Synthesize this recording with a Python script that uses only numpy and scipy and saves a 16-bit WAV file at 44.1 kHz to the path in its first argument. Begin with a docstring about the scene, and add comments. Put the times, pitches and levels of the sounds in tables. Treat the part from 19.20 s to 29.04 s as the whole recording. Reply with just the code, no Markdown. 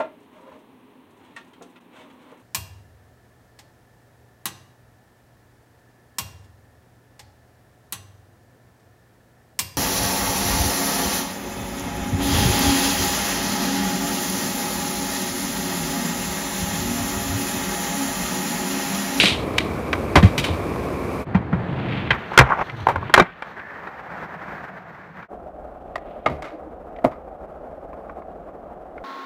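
"""An outdoor concrete park: three skateboard runs, one after the other, heard from a board that rolls alongside.
Rolling and sliding are filtered noise with grains of grit, shaped by level curves, with narrow resonances humming.
Pops, landings and joints are short broadband blows that ring a deck; heavy ones add low damped swings of the deck.
The blows echo off ramps and walls, and the loudest peaks overload the microphone."""
import sys
import numpy as np
from scipy import signal
from scipy.io import wavfile

SR = 44100
rng = np.random.default_rng(int(sys.argv[2]) if len(sys.argv) > 2 else 0)


def store_pcm(level_fs):
    """Save levels as 16-bit WAV."""
    pcm = np.round(np.clip(level_fs, -1, 1) * 32767).astype(np.int16)
    wavfile.write(sys.argv[1], SR, np.atleast_2d(pcm).T)


N = 433944
TIME = np.arange(N) / SR  # [s]
EDGE_HZ = 15600  # upper limit of the band, and start of the sweep in each blow
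RUN_FADE_S = 0.037  # the rolling dips between two runs

# Moments when the second and the third rider take over: (time [s])
RUN_STARTS = [2.05, 6.08]


def gain_of(db):
    """Level definition: decibels to amplitude, 20 dB per factor of ten."""
    return 10 ** (np.asarray(db) / 20)


def evened(x):
    """Power normalisation: scales a signal to rms 1."""
    return x / np.sqrt(np.mean(x ** 2) + 1e-20)


def read(points, hz):
    """Logarithmic frequency scale: interpolates a table along it."""
    f, value = np.transpose(points)
    return np.interp(np.log(hz + 1), np.log(f + 1), value)


def add(mix, s, sound):
    """Superposition: sums a sound into the mix from time s on."""
    part = mix[max(round(s * SR), 0):][:len(sound)]
    part += sound[:len(part)]


def coloured(x, points, size=4096):
    """Minimum-phase filtering: the phase is the Hilbert transform of the log gain, so the filter is causal."""
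    hz = abs(np.fft.fftfreq(size, 1 / SR))
    log_gain = np.log(gain_of(np.maximum(read(points, hz), -100)))
    response = np.exp(np.conj(signal.hilbert(log_gain)))
    taps = np.fft.ifft(response).real
    return signal.fftconvolve(x, taps[:size // 2])[:len(x)]


def wander(hz):
    """Low-passed noise: a slow random fluctuation of rms 1, up to the given rate."""
    low_pass = 1 / (1 + (np.fft.fftfreq(N, 1 / SR) / hz) ** 4)
    slow = np.fft.ifft(np.fft.fft(rng.standard_normal(N)) * low_pass).real
    return evened(slow)


def during(start, end, fade_s):
    """Linear gating: gain of 1 from start to end, with soft edges inside."""
    return np.clip(np.minimum(TIME - start, end - TIME) / fade_s, 0, 1)


def curve(points):
    """Level envelope: gain along a curve in decibels that fades in and out at its ends."""
    s, db = np.transpose(points)
    return gain_of(np.interp(TIME, s, db)) * during(s[0], s[-1], RUN_FADE_S)


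def swells(events, rise_db_per_s, fall_db_per_s):
    """Exponential growth and decay: a contact builds up to each peak and then lets go."""
    gains = []
    for s, db in events:
        below_peak = np.maximum((s - TIME) * rise_db_per_s, (TIME - s) * fall_db_per_s)
        gains.append(gain_of(db - below_peak))
    return np.max(gains, axis=0)


def rubbing(colour, level, grit_per_s, grit_db, lumpy_db, lumpy_hz):
    """Roughness excitation: fine texture and separate grains shake a board under a wavering contact force."""
    texture = rng.standard_normal(N)
    grit = rng.standard_normal(N) * (rng.random(N) < grit_per_s / SR)
    force = gain_of(lumpy_db * wander(lumpy_hz))
    drive = (texture + gain_of(grit_db) * evened(grit)) * force
    return evened(coloured(drive, colour)) * level


def wheels():
    """Rolling noise: the roughness of concrete under urethane wheels, coloured run by run."""
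    # Spectra of the rolling, the second run in two layers: (frequency [Hz], relative level [dB])
    first_colour = [(18, -57), (30, -14), (75, 3.5), (160, -3), (262, -0.5), (466, -2), (943, -12),
                    (1070, -7.5), (1510, -19), (2060, -21), (2290, -15), (2900, -29.5), (7620, -39),
                    (11900, -39), (15400, -45)]
    ramp_colour = [(20, -38), (45, -14), (100, -4), (170, -3.5), (290, -9.5), (390, -11), (520, -15.5),
                   (800, -16), (1100, -22), (2000, -27), (3000, -41), (4500, -49.5), (5300, -59.5),
                   (15000, -75.5)]
    away_colour = [(25, -39), (65, -5), (110, -8.5), (170, -3.5), (270, -8), (400, -6), (720, -4),
                   (950, -3.5), (1800, -5), (2300, -14.5), (3000, -26), (6200, -40.5), (10500, -52.5),
                   (14000, -45.5)]
    last_colour = [(20, -2), (35, 2.5), (66, -2), (105, -17), (170, -7.5), (400, -6), (600, 0), (750, -1),
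                   (930, -14), (1250, -15), (2000, -31), (4200, -49), (6500, -53.5), (15000, -55.5)]
    # Loudness of the second run's two layers: (time [s], level [dB])
    ramp_level = [(2.045, -28.5), (2.31, -30), (2.38, -26), (2.85, -26.5), (3.05, -40), (3.5, -42),
                  (3.85, -34), (4.08, -53)]
    away_level = [(2.91, -27), (3.1, -38.5), (4.05, -39.5), (4.15, -48), (4.28, -38), (4.75, -38.5),
                  (5.0, -35), (5.4, -36.5), (5.6, -41.5), (6.08, -42.5)]
    # the first and the last run roll at a steady level
    first_db, last_db = -26, -38
    first_gain = gain_of(first_db) * during(-np.inf, RUN_STARTS[0], RUN_FADE_S)
    last_gain = gain_of(last_db) * during(RUN_STARTS[1], np.inf, RUN_FADE_S)
    first = rubbing(first_colour, first_gain, grit_per_s=490, grit_db=-9.5, lumpy_db=0.54, lumpy_hz=25)
    ramp = rubbing(ramp_colour, curve(ramp_level), grit_per_s=590, grit_db=-7.5, lumpy_db=0.1, lumpy_hz=25)
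    away = rubbing(away_colour, curve(away_level), grit_per_s=610, grit_db=-8.5, lumpy_db=1.93, lumpy_hz=22)
    last = rubbing(last_colour, last_gain, grit_per_s=400, grit_db=-14.5, lumpy_db=1.76, lumpy_hz=28)
    return first + ramp + away + last


def slides():
    """Sliding friction: wheels scuff, hiss and skid on the banks; a metal truck grinds over the ledge."""
    # Spectra of the four contacts: (frequency [Hz], relative level [dB])
    scuff_colour = [(300, -27.5), (1300, -15.5), (2300, -2.5), (3100, -2), (4000, -3.5), (5000, -14.5),
                    (7000, -21.5), (9500, -23), (15000, -42.5)]
    hiss_colour = [(400, -26.5), (1200, -4), (2400, 1), (3400, -5.5), (4400, -17.5), (5500, -32.5),
                   (9000, -47.5), (15000, -46.5)]
    skid_colour = [(700, -17), (1500, -8), (2600, 2.5), (3300, 3.5), (4300, 0.5), (5100, -14), (6100, -8),
                   (7300, -23), (13000, -25), (15500, -26)]
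    grind_colour = [(100, -10.5), (500, -9), (800, -1), (1080, -2), (1600, -13.5), (2200, -14), (3200, -30),
                    (4500, -44), (5600, -40.5), (8000, -56), (15000, -60)]
    # Wheels scuffing sideways at take-offs and landings: (time [s], peak level [dB])
    scuff_peaks = [(0, -11.5), (.056, -13), (.4, -34.5), (1.255, -28.5)]
    # Wheels hissing over a bank: (time [s], peak level [dB])
    hiss_peaks = [(2.75, -32), (3.88, -44), (6.88, -59)]
    # Short skids: (time [s], peak level [dB])
    skid_peaks = [(3.14, -50), (3.46, -50), (3.615, -47), (4.29, -57.5)]
    # The truck biting into the ledge: (time [s], peak level [dB])
    bite_peaks = [(3.225, -19), (3.315, -17.5), (3.405, -19)]
    scuff_gain = swells(scuff_peaks, rise_db_per_s=346.5, fall_db_per_s=174)
    hiss_gain = swells(hiss_peaks, rise_db_per_s=58.5, fall_db_per_s=37)
    skid_gain = swells(skid_peaks, rise_db_per_s=119, fall_db_per_s=113)
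    grind_gain = swells(bite_peaks, rise_db_per_s=279.5, fall_db_per_s=224.5)
    # the truck leaves the ledge
    grind_gain = grind_gain * during(-np.inf, 3.445, fade_s=0.022)
    scuff = rubbing(scuff_colour, scuff_gain, grit_per_s=700, grit_db=-6, lumpy_db=0.9, lumpy_hz=90)
    hiss = rubbing(hiss_colour, hiss_gain, grit_per_s=730, grit_db=-2.5, lumpy_db=1.9, lumpy_hz=45)
    skid = rubbing(skid_colour, skid_gain, grit_per_s=149.6, grit_db=-10, lumpy_db=2.0, lumpy_hz=184)
    grind = rubbing(grind_colour, grind_gain, grit_per_s=430, grit_db=-2, lumpy_db=2.5, lumpy_hz=70)
    return scuff + hiss + skid + grind


def drones():
    """Resonance under random excitation: rough ground keeps narrow bands humming as their pitch glides down."""
    # Narrow resonances of the rolling boards:
    # (start [s], end [s], starting frequency [Hz], bandwidth [Hz], level [dB])
    resonances = [(0, 1.1, 84, 35, -63), (0, 1.6, 2300, 400, -70), (0, 1.8, 1223, 120, -60),
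                  (2.331, 2.75, 133.4, 14, -33), (3.52, 3.9, 107.8, 46, -34.5),
                  (4.36, 4.62, 1750, 350, -42.5), (4.65, 5.7, 743, 160, -47), (4.9, 6.04, 176.3, 54, -47.5),
                  (6.1, 10, 672.5, 147, -51), (6.1, 9.2, 67, 16.7, -54), (7.3, 7.52, 318.7, 26, -44)]
    pitch_loss = .04  # share of its frequency that a resonance loses as the board slows
    out = np.zeros(N)
    for start, end, hz, width, db in resonances:
        n = int((end - start) * SR)
        shake = rng.standard_normal(n) + 1j * rng.standard_normal(n)
        # slow complex noise on a gliding carrier makes a narrow band
        sway = signal.sosfilt(signal.butter(2, width / 2, fs=SR, output="sos"), shake)
        glide = np.linspace(hz, hz * (1 - pitch_loss), n)
        carrier = np.exp(2j * np.pi * np.cumsum(glide) / SR)
        hum = evened((sway * carrier).real)
        add(out, start, gain_of(db) * hum * signal.windows.tukey(n, .04))
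    return out


def clack(deck, db, hz, t60, body_db, edge_db, ring_db=-2, knock_db=-6, knock_t60=0.042, blow=2.8,
          spread_s=.0035, rise_s=.0018, clatter_per_s=400, clatter=5.3, deep_db=-5, shoulder_db=-4, top_db=-14):
    """Impact excitation of modes: a blow and a dying chatter of small contacts ring the deck."""
    t = np.arange(SR // 4) / SR
    rise = 1 - np.exp(-t / rise_s)
    # loose trucks and skipping wheels add separate taps to the chatter
    taps = rng.random(len(t)) < clatter_per_s / SR
    chatter = rng.standard_normal(len(t)) * (1 + clatter * taps)
    chatter = chatter * gain_of(-60 * t / t60) * rise
    # bending waves spread the blow: the treble arrives first, the bass a few ms later
    count = int(spread_s * SR)
    sweep = signal.chirp(t[:count], EDGE_HZ, spread_s, 0, phi=90)
    chatter[:count] += blow * sweep / np.linalg.norm(sweep)
    # where the deck is struck sets the colour around the pitch of the clack
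    colour = [(hz / 16, body_db + 2 * deep_db), (hz / 4, body_db + deep_db / 2),
              (hz / 2, body_db), (hz, 0), (hz * np.sqrt(2), shoulder_db), (hz * 4, edge_db),
              (hz * 8, edge_db + top_db), (hz * 24, edge_db + 1.6 * top_db)]
    crack = coloured(chatter, colour)
    modes = sum(gain_of(level - 60 * t / ring) * np.cos(2 * np.pi * f * t) for f, level, ring in deck)
    ringing = signal.fftconvolve(crack, modes)[:len(t)]
    # the resonance struck most squarely gives the clack its pitch
    knock = rise * gain_of(-60 * t / knock_t60) * np.sin(2 * np.pi * hz * t)
    sound = evened(crack) + gain_of(ring_db) * evened(ringing) + gain_of(knock_db) * evened(knock)
    # the level is the whole energy spread over 10 ms
    return gain_of(db) * sound / np.sqrt(np.sum(sound ** 2) / (SR / 100))


def thump(db, hz, t60, rise_s=0.0047):
    """Damped oscillation: one low, decaying swing of the loaded deck."""
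    t = np.arange(SR // 2) / SR
    envelope = gain_of(db - 60 * t / t60) * (1 - np.exp(-t / rise_s))
    return envelope * np.sin(2 * np.pi * hz * t)


def deck_at(s):
    """Modal description: the resonances of the deck with its trucks that is ridden at time s."""
    # Modes of each rider's deck: (frequency [Hz], level [dB], t60 [s])
    first_deck = [(313, 2.5, 0.06), (600, -3, 0.017), (720, -8.5, 0.074), (1006, 0, 0.016),
                  (1154, -7.5, 0.032), (1520, -12, 0.062), (2044, -3.5, 0.033), (2340, 6, 0.015),
                  (2490, -4.5, 0.022), (3250, -0.5, 0.025), (3810, 3.5, 0.027), (4600, -14.5, 0.024),
                  (5720, -14, .03)]
    second_deck = [(386, -4.5, 0.051), (548.4, -8, 0.023), (905, -5, 0.038), (1082, 4.5, 0.01),
                   (1400, 2.5, 0.01), (1595, 5.5, 0.014), (1910, -2.5, .04), (2100, -1.5, 0.045),
                   (2328, 4, 0.034), (3160, -4, 0.047), (3720, -2.5, .04), (3965, -4, 0.036),
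                   (5745, -2, .03)]
    third_deck = [(311, -1, 0.068), (634, 5, 0.039), (710, -1, 0.033), (730, -4, 0.063), (1016, 0, 0.023),
                  (1216, 5.5, 0.039), (2050, 15.5, 0.01), (2190, 8, 0.021), (2440, 1, .03),
                  (3786, 1, 0.031), (4542, 1.5, 0.036), (5140, -17, .03)]
    return [first_deck, second_deck, third_deck][np.searchsorted(RUN_STARTS, s)]


def boards():
    """Impact and rebound: blows clack and bounce once; a heavy one also flexes the deck; joints only tick."""
    # Tail pops, catches and knocks of the bare board: (time [s], level [dB], clack pitch [Hz], chatter t60 [s],
    # body an octave below the pitch [dB], edge two octaves above it [dB])
    light_blows = [(0.381, -13.5, 2270, 0.024, -11, -22.5), (.729, -16.5, 1553, 0.033, -2, -24),
                   (1.240, -20.5, 3030, 0.1, 3, -16), (3.132, -23.5, 1250, 0.18, -4, -27),
                   (3.176, 1, 1397, 0.012, -1, -24.5), (3.208, -8.5, 1320, 0.051, 1.5, -40.5),
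                   (3.301, -16.5, 1000, 0.074, -9.5, -56), (3.318, -13, 1055, 0.068, -16, -56),
                   (3.668, -9.5, 790, 0.027, -12.5, -31.5), (3.685, -12, 805, 0.12, -11, -26),
                   (3.939, -1, 1866, 0.032, 5, -20.5), (3.976, -4.5, 1500, 0.085, 9.5, -23.5),
                   (4.221, -26.5, 1700, 0.04, 5, -29.5), (6.756, -23, 1915, 0.033, 11.5, -20.5),
                   (7.221, -31, 1498, 0.048, 3.5, -18.5), (7.241, -29.5, 1330, 0.31, 1, -23),
                   (7.912, -32, 890, 0.17, -1, -28)]
    # Landings, and a pop with the rider's full weight behind it: the same six columns, then
    # (flex level [dB], flex frequency [Hz], flex t60 [s], sag level [dB])
    heavy_blows = [(0.035, -18, 2560, .026, 18, -2, -9.5, 193, 0.085, -36),
                   (.955, -3, 2084, .11, 8, -21, -5.5, 157, 0.15, -1.5),
                   (1.026, -17, 1840, 0.25, 1, -19, 3.5, 186.6, 0.093, 9),
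                   (1.178, -17, 2990, 0.11, -4, -18, -15.5, 137, 0.13, -23),
                   (1.286, -22.5, 597, 0.059, -1, -36, -27, 168, 0.19, -12),
                   (2.146, -19, 1880, 0.1, 10, -35, 2.5, 185, 0.07, -7),
                   (2.327, -22.5, 1420, 0.11, 8, -36.5, -1.5, 174.6, 0.065, -9),
                   (2.905, -10.5, 2000, 0.05, -2.5, -41, -10, 127, 0.091, -18),
                   (3.187, 1, 1863, 0.043, 4, -20.5, -1, 128.3, .19, -8),
                   (3.757, -18.5, 1045, 0.033, -0.5, -29.5, -19, 88, 0.19, -35),
                   (3.997, -3.5, 1544, 0.036, 7.5, -25.5, 0.5, 348, 0.053, -1.5),
                   (7.060, -12, 2130, 0.05, 14.5, -30, -27, 253, 0.23, -25.5),
                   (7.095, -23, 949, 0.3, 13.5, -18, -29.5, 147.5, 0.4, -28.5),
                   (7.842, -8.5, 550, 0.093, -8.5, -29, -2.5, 262, 0.057, -13.5)]
    # Wheels ticking over joints and cracks: (time [s], level [dB], pitch [Hz])
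    joints = [(3.116, -25.5, 788), (3.496, -30.5, 2050), (3.827, -28, 1110), (3.895, -25, 970),
              (4.393, -33, 1620), (4.67, -31, 1420), (6.025, -38.5, 1440), (7.761, -47.5, 1990),
              (7.786, -46.5, 1880), (8.730, -38, 1046), (8.895, -34, 1110), (9.019, -41.5, 1075),
              (9.287, -42.5, 1080), (9.778, -38, 1410)]
    rebound_s, rebound_db, rebound_pitch = 0.023, -16, .9  # one bounce, softer and duller
    flex_delay_s = .003  # the loaded deck starts to swing just after the blow
    sag_delay_s, sag_pitch = .015, .51  # then it sags on its trucks, about an octave lower
    out = np.zeros(N)
    for s, db, hz, t60, body_db, edge_db, *_ in light_blows + heavy_blows:
        deck = deck_at(s)
        add(out, s, clack(deck, db, hz, t60, body_db, edge_db))
        rebound = clack(deck, db + rebound_db, hz * rebound_pitch, t60, body_db, edge_db)
        add(out, s + rebound_s, rebound)
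    for s, *_, flex_db, flex_hz, flex_t60, sag_db in heavy_blows:
        add(out, s + flex_delay_s, thump(flex_db, flex_hz, flex_t60))
        add(out, s + sag_delay_s, thump(sag_db, flex_hz * sag_pitch, flex_t60, rise_s=0.0051))
    for s, db, hz in joints:
        add(out, s, clack(deck_at(s), db, hz, t60=.038, body_db=0.5, edge_db=-35.5, knock_db=-0.5))
    return out


def park(x, first_s=0.0033, size=256):
    """Reverberation: thin, scattered echoes from ramps and walls, each band dying at its own speed."""
    # Decay of the echo: (frequency [Hz], t60 [s])
    decay = [(100, 0.46), (500, 0.29), (2000, 0.42), (5000, 0.11), (14000, .2)]
    # Spectrum of the echo: (frequency [Hz], level [dB])
    echo_colour = [(100, -2.5), (400, -7), (1200, -4), (3000, -5.5), (6000, -1), (14000, -11.5)]
    # 2000 reflections per second on average, none before the first path
    taps = rng.standard_normal(SR) * (rng.random(SR) < 2000 / SR) * (np.arange(SR) > first_s * SR)
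    hz, t, bands = signal.stft(taps, SR, nperseg=size)
    dying = gain_of(-60 * t / read(decay, hz)[:, None])
    tail = signal.istft(bands * dying, SR, nperseg=size)[1]
    return signal.fftconvolve(coloured(x, echo_colour), tail / np.linalg.norm(tail))[:N]


def scene(echo_db=-18):
    """Superposition: blows with their echoes over the rolling, sliding and humming."""
    blows = boards()
    echoes = gain_of(echo_db) * park(blows)
    return (blows + echoes + wheels() + slides() + drones())[None]


def record(dry, low_cut_hz=42):
    """Saturation: the microphone loses the deepest bass and flattens the loudest peaks; then the band limit."""
    high_pass = signal.butter(2, low_cut_hz, "high", fs=SR, output="sos")
    thinned = signal.sosfilt(high_pass, dry)
    flattened = thinned / (1 + thinned ** 8) ** (1 / 8)
    band_limit = signal.firwin(511, EDGE_HZ, window=("kaiser", 9), fs=SR)
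    return signal.oaconvolve(flattened, band_limit[None], "same")


dry = scene()
out = record(dry)
store_pcm(out)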